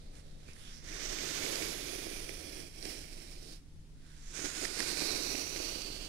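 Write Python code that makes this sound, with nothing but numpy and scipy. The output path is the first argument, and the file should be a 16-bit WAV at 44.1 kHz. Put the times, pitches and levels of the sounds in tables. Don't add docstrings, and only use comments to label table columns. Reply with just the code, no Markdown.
import sys
import numpy as np
from scipy import signal
from scipy.fft import rfft, irfft, next_fast_len
from scipy.io import wavfile
from scipy.ndimage import map_coordinates

SR = 44100
rng = np.random.default_rng(int(sys.argv[2]) if len(sys.argv) > 2 else 0)


def inscribe(sig):
    pcm = np.round(np.clip(np.atleast_2d(sig).T, -1, 1) * 32767)
    wavfile.write(sys.argv[1], SR, pcm.astype(np.int16))


N = 268304
CHIN_FROM_S = 3.8

# (frequency [Hz], relative level [dB])
HAIR_TONE = [(300, -25.5), (700, -10), (1100, -5.5), (2000, -2), (3000, -4), (5000, -1), (7000, -5),
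             (10000, -10), (13000, -13.5), (15500, -22)]
# (frequency [Hz], relative level [dB])
BODY_TONE = [(30, -9), (75, -15.5), (115, -16), (170, -10.5), (230, -8.5), (310, 0.5), (385, -0.5),
             (520, -7), (700, -8.5), (1000, -22.5), (1600, -40)]
# (time [s], depth [0 at the face, 1 at the tips])
BRUSH_DEPTH = [(0.85, 0.024), (1.25, 0.25), (1.8, 0.5), (2.6, 0.84), (3.55, 1), (4.3, 0.0087), (6.08, 0.97)]


def amp(db):
    return 10 ** (np.asarray(db) / 20)


def unit(x):
    return x / np.sqrt(np.mean(x ** 2) + 1e-20)


def bell(x):
    return np.exp(-x ** 2)


def along(points, hz):
    freqs, values = np.transpose(points)
    return np.interp(np.log(hz + 1), np.log(freqs + 1), values)


def envelope(points):
    return np.interp(np.arange(N) / SR, *np.transpose(points))


def wobble(rate):
    points = rng.standard_normal(int(N * rate / SR) + 4)
    return map_coordinates(points, [np.arange(N) * rate / SR])


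def filtered(x, response):
    size = next_fast_len(N + SR // 4)
    return irfft(rfft(x, size) * response(np.fft.rfftfreq(size, 1 / SR)), size)[..., :N]


def ring(tone, size=2048):
    cepstrum = irfft(np.log(amp(along(tone, np.fft.rfftfreq(size, 1 / SR)))))
    cepstrum[1:size // 2] *= 2
    cepstrum[size // 2 + 1:] = 0
    response = irfft(np.exp(rfft(cepstrum)))
    return response / np.linalg.norm(response)


def coloured(x, tone):
    return signal.oaconvolve(x, ring(tone))[:N]


def slips(rate, scatter_db):
    happens = rng.random(N) < rate / SR
    sizes = rng.choice([-1, 1], N) * amp(scatter_db * rng.standard_normal(N))
    return unit(happens * sizes / np.sqrt(rate))


def add(track, at_s, sound):
    part = track[round(at_s * SR):][:len(sound)]
    part += sound[:len(part)]


def room_tone(air_db=-50.0, waver_db=2, drift_rad=0.92, left_db=-0.7):
    # (frequency [Hz], relative level [dB])
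    air_tone = [(12, -5), (21, 3.5), (27, 2.5), (33, -2), (40, -6.5), (50, -14), (70, -9.5), (105, -17.5),
                (190, -20), (280, -22), (567, -37.5), (1200, -42.5), (5400, -42), (8300, -46.5),
                (9800, -45.5), (14000, -62)]
    # (frequency [Hz], level [dB])
    partials = [(27, -58.5), (150.7, -64), (231.5, -83)]
    # (frequency [Hz], correlation [0-1])
    likeness = [(30, 0.85), (120, 0.97), (400, 0.7), (1000, 0)]

    def mid_and_side(hz):
        width = np.arccos(np.clip(along(likeness, hz), -1, 1)) / 2
        return amp(along(air_tone, hz)) * [np.cos(width), np.sin(width)]

    mid, side = filtered(rng.standard_normal((2, N)), mid_and_side)
    air = amp(air_db) * unit(np.array([mid + side, mid - side]))
    hum, t = np.zeros(N), np.arange(N) / SR
    for hz, db in partials:
        peak = np.sqrt(2) * amp(db + waver_db * wobble(7.6))
        hum += peak * np.sin(2 * np.pi * hz * t + drift_rad * wobble(4))
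    return (air + hum) * amp([[left_db], [0]])


def shirt_rub(middle_s=0.13, half_s=0.82, level_db=-62.5, centre_hz=430, octaves=0.93):
    friction = slips(rate=1400, scatter_db=0.0)
    murmur = filtered(friction, lambda hz: bell(np.log2((hz + 1) / centre_hz) / octaves))
    return unit(murmur) * amp(level_db) * bell((np.arange(N) / SR - middle_s) / half_s)


def light_touches(gain_db=5, focus_octaves=0.25, dull_hz=12000, size=22000):
    # (middle [s], half length [s], relative level [dB], pitch [Hz], lift at that pitch [dB])
    touches = [(0.02, 0.092, -66.5, 4150, 7), (0.173, 0.035, -61, 9100, 5), (0.297, 0.065, -67, 3900, 5),
               (0.44, 0.051, -65.5, 3900, 3), (0.498, 0.026, -59.5, 2480, 10),
               (0.595, 0.064, -59.5, 10000, 8), (0.67, 0.048, -57.5, 3230, 10.5),
               (0.742, 0.066, -56, 5600, 7.5), (3.523, 0.026, -60, 4540, 10),
               (4.107, 0.073, -65, 1560, 6.5), (4.18, 0.055, -66, 8550, 7), (4.28, 0.057, -57, 6400, 8)]
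    track, t = np.zeros(N), np.arange(size) / SR
    hz = np.geomspace(300, 15500, num=100)
    rolloff_db = 10 * np.log10(1 + (hz / dull_hz) ** 20)
    ticks = slips(rate=4500, scatter_db=2.5)
    for k, (middle_s, half_s, db, pitch_hz, lift_db) in enumerate(touches):
        focus_db = lift_db * bell(np.log2(hz / pitch_hz) / focus_octaves)
        tone = np.column_stack([hz, along(HAIR_TONE, hz) + focus_db - rolloff_db])
        swish = signal.fftconvolve(ticks[k * size:][:size], ring(tone))[:size]
        start_s = max(middle_s - t[-1] / 2, 0)
        swell = bell((start_s + t - middle_s) / half_s) ** 0.5
        add(track, start_s, swish * amp(db + gain_db) * swell)
    return track


def knot_snaps(pop_gain_db=-1.5, tick_gain_db=-0.5, pop_rise_s=0.00048, size=2048):
    # (time [s], relative pop level [dB], pop pitch [Hz], relative tick level [dB], tear decay [s])
    knots = [(0.486, -45, 1500, -64, 0.002), (0.534, -54, 2200, -50, 0.0008),
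             (0.565, -42.5, 1900, -62, 0.002), (1.1866, -26, 2350, -36, 0.002),
             (1.4257, -27, 2280, -44, 0.002), (1.4637, -25, 2250, -44, 0.003),
             (1.5572, -40, 2300, -31, 0.0008), (1.6235, -25.5, 2250, -42, 0.002),
             (2.2925, -25, 2300, -43, 0.001), (2.8268, -38, 2300, -37.5, 0.0012),
             (2.8527, -34, 2300, -36, 0.003), (4.3941, -30, 1600, -44, 0.001),
             (4.4495, -29, 1900, -41, 0.002), (4.4575, -27, 1650, -35, 0.002),
             (4.502, -33, 2000, -41, 0.001), (4.6525, -18.5, 1950, -33, 0.0012),
             (4.7942, -30, 2000, -32, 0.001), (4.798, -26, 2100, -39, 0.001),
             (4.804, -18.7, 1850, -29, 0.0012), (4.904, -33, 2000, -36, 0.001),
             (4.913, -31, 1800, -34, 0.0015), (4.9946, -34, 2300, -33, 0.001),
             (5.3526, -24.5, 2500, -42, 0.001), (5.5623, -30, 1900, -36, 0.001),
             (5.819, -35, 2700, -39, 0.001), (6.0495, -46, 2700, -42, 0.001)]
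    # (frequency [Hz], relative level [dB])
    tick_tone = [(1000, -26), (3300, -13.5), (4300, -2), (5100, -2.5), (5900, -1), (6800, -16.5),
                 (9000, -11), (15000, -43)]
    track, t = np.zeros(N), np.arange(size) / SR
    for at_s, pop_db, pop_hz, tick_db, tear_s in knots:
        pop = t / pop_rise_s * np.exp(1 - t / pop_rise_s) * np.sin(2 * np.pi * pop_hz * t)
        tear = np.exp(-t / tear_s) * rng.standard_normal(size)
        tick = signal.fftconvolve(tear, ring(tick_tone))[:size]
        tick *= np.sqrt(0.004 * SR) / np.linalg.norm(tick)
        add(track, at_s, amp(pop_db + pop_gain_db) * pop + amp(tick_db + tick_gain_db) * tick)
    return track


def tuft_tugs(gain_db=2):
    # (time [s], relative peak level [dB])
    tugs = [(0.488, -45.5), (1.506, -38), (1.616, -29), (1.631, -35), (2.069, -31.5), (2.295, -33.5),
            (2.856, -33), (2.951, -39), (4.369, -59), (4.444, -35.5), (5.021, -28), (5.349, -27),
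            (5.56, -30.5), (5.602, -28), (5.772, -36), (5.902, -36)]
    track, knock = np.zeros(N), ring(BODY_TONE)
    for at_s, db in tugs:
        add(track, at_s, amp(db + gain_db) * knock / np.abs(knock).max())
    return track


def brush_landings(push_hz=110, rise_s=0.0042):
    # (time [s], envelope peak [dB])
    landings = [(0.49, -47.5), (4.363, -54)]
    track, t = np.zeros(N), np.arange(SR // 10) / SR
    push = t / rise_s * np.exp(1 - t / rise_s) * np.sin(2 * np.pi * push_hz * t)
    for at_s, db in landings:
        add(track, at_s, amp(db) * push)
    return track


def pull_effort(build_s=0.019, release_s=0.0082, tangle_drag_db=-4, fade_db_per_s=508):
    # (time [s], relative rasp level [dB])
    cheek = [(0.84, -55.5), (0.872, -51), (1.052, -43), (1.554, -39.5), (1.718, -43.5), (2.2, -47),
             (2.45, -51), (2.592, -48.5), (2.72, -59.5)]
    # (time [s], relative rasp level [dB])
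    tips = [(2.72, -60), (2.76, -55.5), (2.846, -49.5), (2.856, -46.5), (2.9, -45.5), (3.086, -55.5),
            (3.186, -54.5), (3.42, -56.5), (3.526, -55.5), (3.564, -60), (3.63, -80)]
    # (time [s], relative rasp level [dB])
    chin = [(4.3, -58), (4.368, -43.5), (4.48, -43), (4.53, -45.5), (4.58, -41), (4.66, -43.5),
            (4.75, -43.5), (4.8, -39.5), (4.91, -39), (4.96, -40.8), (5.0, -36.8), (5.42, -40.5),
            (5.46, -42.5), (5.66, -41.5), (6.08, -49)]
    # (release time [s], relative level of the added rasp [dB])
    tangles = [(1.64, -46), (4.461, -42), (4.651, -39.5), (4.805, -40.5), (4.916, -42)]
    t, depth = np.arange(N) / SR, envelope(BRUSH_DEPTH)
    rasp_power = np.zeros(N)
    for at_s, db in tangles:
        rasp_power += amp(db) ** 2 * np.exp(-np.maximum((at_s - t) / build_s, (t - at_s) / release_s))
    drag_power = rasp_power * amp(tangle_drag_db) ** 2
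    for pull, drag_db, growth_db in (cheek, -7, 4), (tips, -7, 1.9), (chin, -8.5, 1.8):
        outside_s = np.abs(t - np.clip(t, pull[0][0], pull[-1][0]))
        power = amp(envelope(pull) - fade_db_per_s * outside_s) ** 2
        rasp_power += power
        drag_power += power * amp(drag_db + growth_db * depth) ** 2
    return 10 * np.log10(rasp_power), 10 * np.log10(drag_power)


def brushing(rasp_db, drag_db, rasp_gain_db=5, drag_gain_db=4, clump_db=0.81, lurch_db=1.0):
    # (frequency [Hz], relative level [dB])
    flick_tone = [(700, -30), (1500, -10), (2000, -9), (2300, 0.5), (2650, -11.5), (3600, -16), (9000, -45)]
    effort = amp(rasp_db - rasp_db.max())
    clumps = wobble(70)
    ticks = slips(rate=7000 + 9000 * effort, scatter_db=0.5)
    crackle = amp(-12) * slips(rate=130, scatter_db=2.0)
    flicks = amp(-17) * coloured(slips(rate=70, scatter_db=2.0), flick_tone)
    hairs = outer_ear(coloured(ticks + crackle, HAIR_TONE) + flicks)
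    lurches = slips(rate=1500, scatter_db=1.5) * amp(lurch_db * clumps)
    body = unit(coloured(lurches, BODY_TONE))
    return hairs * amp(rasp_db + rasp_gain_db + clump_db * clumps) + body * amp(drag_db + drag_gain_db)


def outer_ear(rasp, sizzle_depth=0.67, size=512):
    # (centre at the face [Hz], centre at the tips [Hz],
    # half width [Hz], gain [dB], depth where strongest [0-1], reach in depth [0-1])
    cheek_bands = [(1200, 1300, 810, -6, 1, 0.77), (2030, 1100, 640, 6, 0.066, 0.058),
                   (2360, 2370, 176, 6, 0.68, 0.38), (5430, 3350, 220, -6, 0.82, 0.22),
                   (5860, 7200, 800, 6.5, 0.051, 0.26), (7250, 5400, 670, 5, 0.91, 0.38),
                   (9640, 6000, 760, -5, 0.76, 0.19), (10970, 10000, 1400, -8.5, 0.2, 0.11),
                   (12800, 8870, 1060, 5.5, 0.79, 0.69), (9780, 8800, 440, 5, 0.64, 0.13),
                   (3660, 3200, 120, 2.5, 0.65, 1), (6700, 6000, 290, -2, 0.95, 0.05),
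                   (2450, 2200, 430, -9, 1, 0.023), (4350, 4000, 240, 4, 1, 0.042),
                   (7500, 7800, 500, -6, 1, 0.035)]
    chin_bands = [(1380, 1920, 480, -6.5, 0.76, 0.65), (2480, 2960, 510, 7, 1, 0.83),
                  (2900, 3420, 530, -8, 0.51, 0.31), (4450, 4200, 610, 7.5, 0.448, 0.14),
                  (4270, 4550, 470, 10.5, 0.857, 0.19), (6300, 9400, 930, 8.5, 0.059, 0.16),
                  (5530, 6010, 360, 10.5, 0.64, 0.25), (8550, 8360, 600, -6, 0.65, 0.28),
                  (9000, 8660, 1130, 4.5, 0.59, 1), (11840, 10800, 730, -5.5, 1, 0.23),
                  (5040, 4600, 450, 4.5, 0.236, 0.08), (2400, 2420, 100, 3, 0.41, 0.08),
                  (1465, 1580, 97, 8.5, 0.061, 0.4), (14330, 17000, 1190, -7, 0.27, 0.14),
                  (4300, 5800, 350, -4, 0, 0.12), (7800, 6600, 270, 7, 0, 0.08),
                  (3300, 3750, 220, -1, 0.5, 0.25), (3850, 3950, 170, 3.5, 0.54, 0.16),
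                  (5900, 5900, 260, -4, 0.15, 0.08), (9200, 10000, 310, 4, 0.22, 0.07)]
    hz, t, frames = signal.stft(rasp, SR, nperseg=size)
    depth = np.interp(t, *np.transpose(BRUSH_DEPTH))
    treble_weight = along([(9000, 0.25), (14500, 0.76)], hz)
    gain_db = np.outer(treble_weight, 1.5 - 49 * (depth - sizzle_depth) ** 2)
    for bands, active in (cheek_bands, t < CHIN_FROM_S), (chin_bands, t >= CHIN_FROM_S):
        for face_hz, tips_hz, width_hz, db, strongest, reach in bands:
            centre_hz = face_hz + (tips_hz - face_hz) * depth[active]
            strength = bell((depth[active] - strongest) / reach)
            gain_db[:, active] += db * strength * bell((hz[:, None] - centre_hz) / width_hz)
    power, gain = amp(along(HAIR_TONE, hz)) ** 2, amp(gain_db)
    loudness = np.sqrt(power @ gain ** 2 / power.sum())
    return signal.istft(frames * gain / loudness, SR, nperseg=size)[1][:N]


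def hard_presses():
    # (middle [s], half length [s], level [dB], pitch shift [ratio])
    presses = [(1.58, 0.17, -47, 1.4), (5.17, 0.27, -45, 1.05)]
    track, t = np.zeros(N), np.arange(N) / SR
    for middle_s, half_s, db, shift in presses:
        stiff_tone = [(hz * shift, level) for hz, level in BODY_TONE]
        murmur = coloured(slips(rate=1500, scatter_db=0.5), stiff_tone)
        track += unit(murmur) * amp(db) * bell((t - middle_s) / half_s)
    return track


def head_shadow(near, scatter, far_db, lag_s):
    # (frequency [Hz], gain on top of far_db [dB])
    shadow_tone = [(100, 9.5), (330, 5.5), (700, 7), (1100, 6), (1600, 4.5), (2500, 2), (3600, 3.5),
                   (4800, -3.5), (6500, -6.5), (10000, -8), (12500, -8), (14000, -47)]
    # (frequency [Hz], share of the far ear's power [0-1])
    direct_share = [(300, 0.68), (1000, 0.5), (2200, 0.25), (4000, 0.059), (8000, 0.064)]

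    def direct_and_scatter(hz):
        share = np.clip(along(direct_share, hz), 0, 1)
        return amp(along(shadow_tone, hz)) * np.sqrt([share, 1 - share])

    late = map_coordinates(near, [np.arange(N) - lag_s * SR])
    far = filtered(np.array([late, scatter]), direct_and_scatter).sum(0)
    return np.array([far * amp(far_db), near])


def scene(ear_depth=0.35):
    at_cheek = np.arange(N) / SR < CHIN_FROM_S
    off_axis = (envelope(BRUSH_DEPTH) - ear_depth) ** 2
    far_db = np.where(at_cheek, -14, -16.5) + 6 * off_axis
    lag_s = np.where(at_cheek, 0.00062, 0.00061) - 0.00032 * off_axis
    rasp_db, drag_db = pull_effort()
    brush = brushing(rasp_db, drag_db) + hard_presses() + knot_snaps() + tuft_tugs() + brush_landings()
    scatter = brushing(rasp_db, drag_db)
    strokes = head_shadow(brush, scatter, far_db, lag_s)
    rustle = head_shadow(light_touches() + shirt_rub(), light_touches(), far_db=-9.5, lag_s=0.00052)
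    return strokes + rustle + room_tone()


def record(dry, top_hz=15725):
    return filtered(dry, lambda hz: hz < top_hz)


dry = scene()
out = record(dry)
inscribe(out)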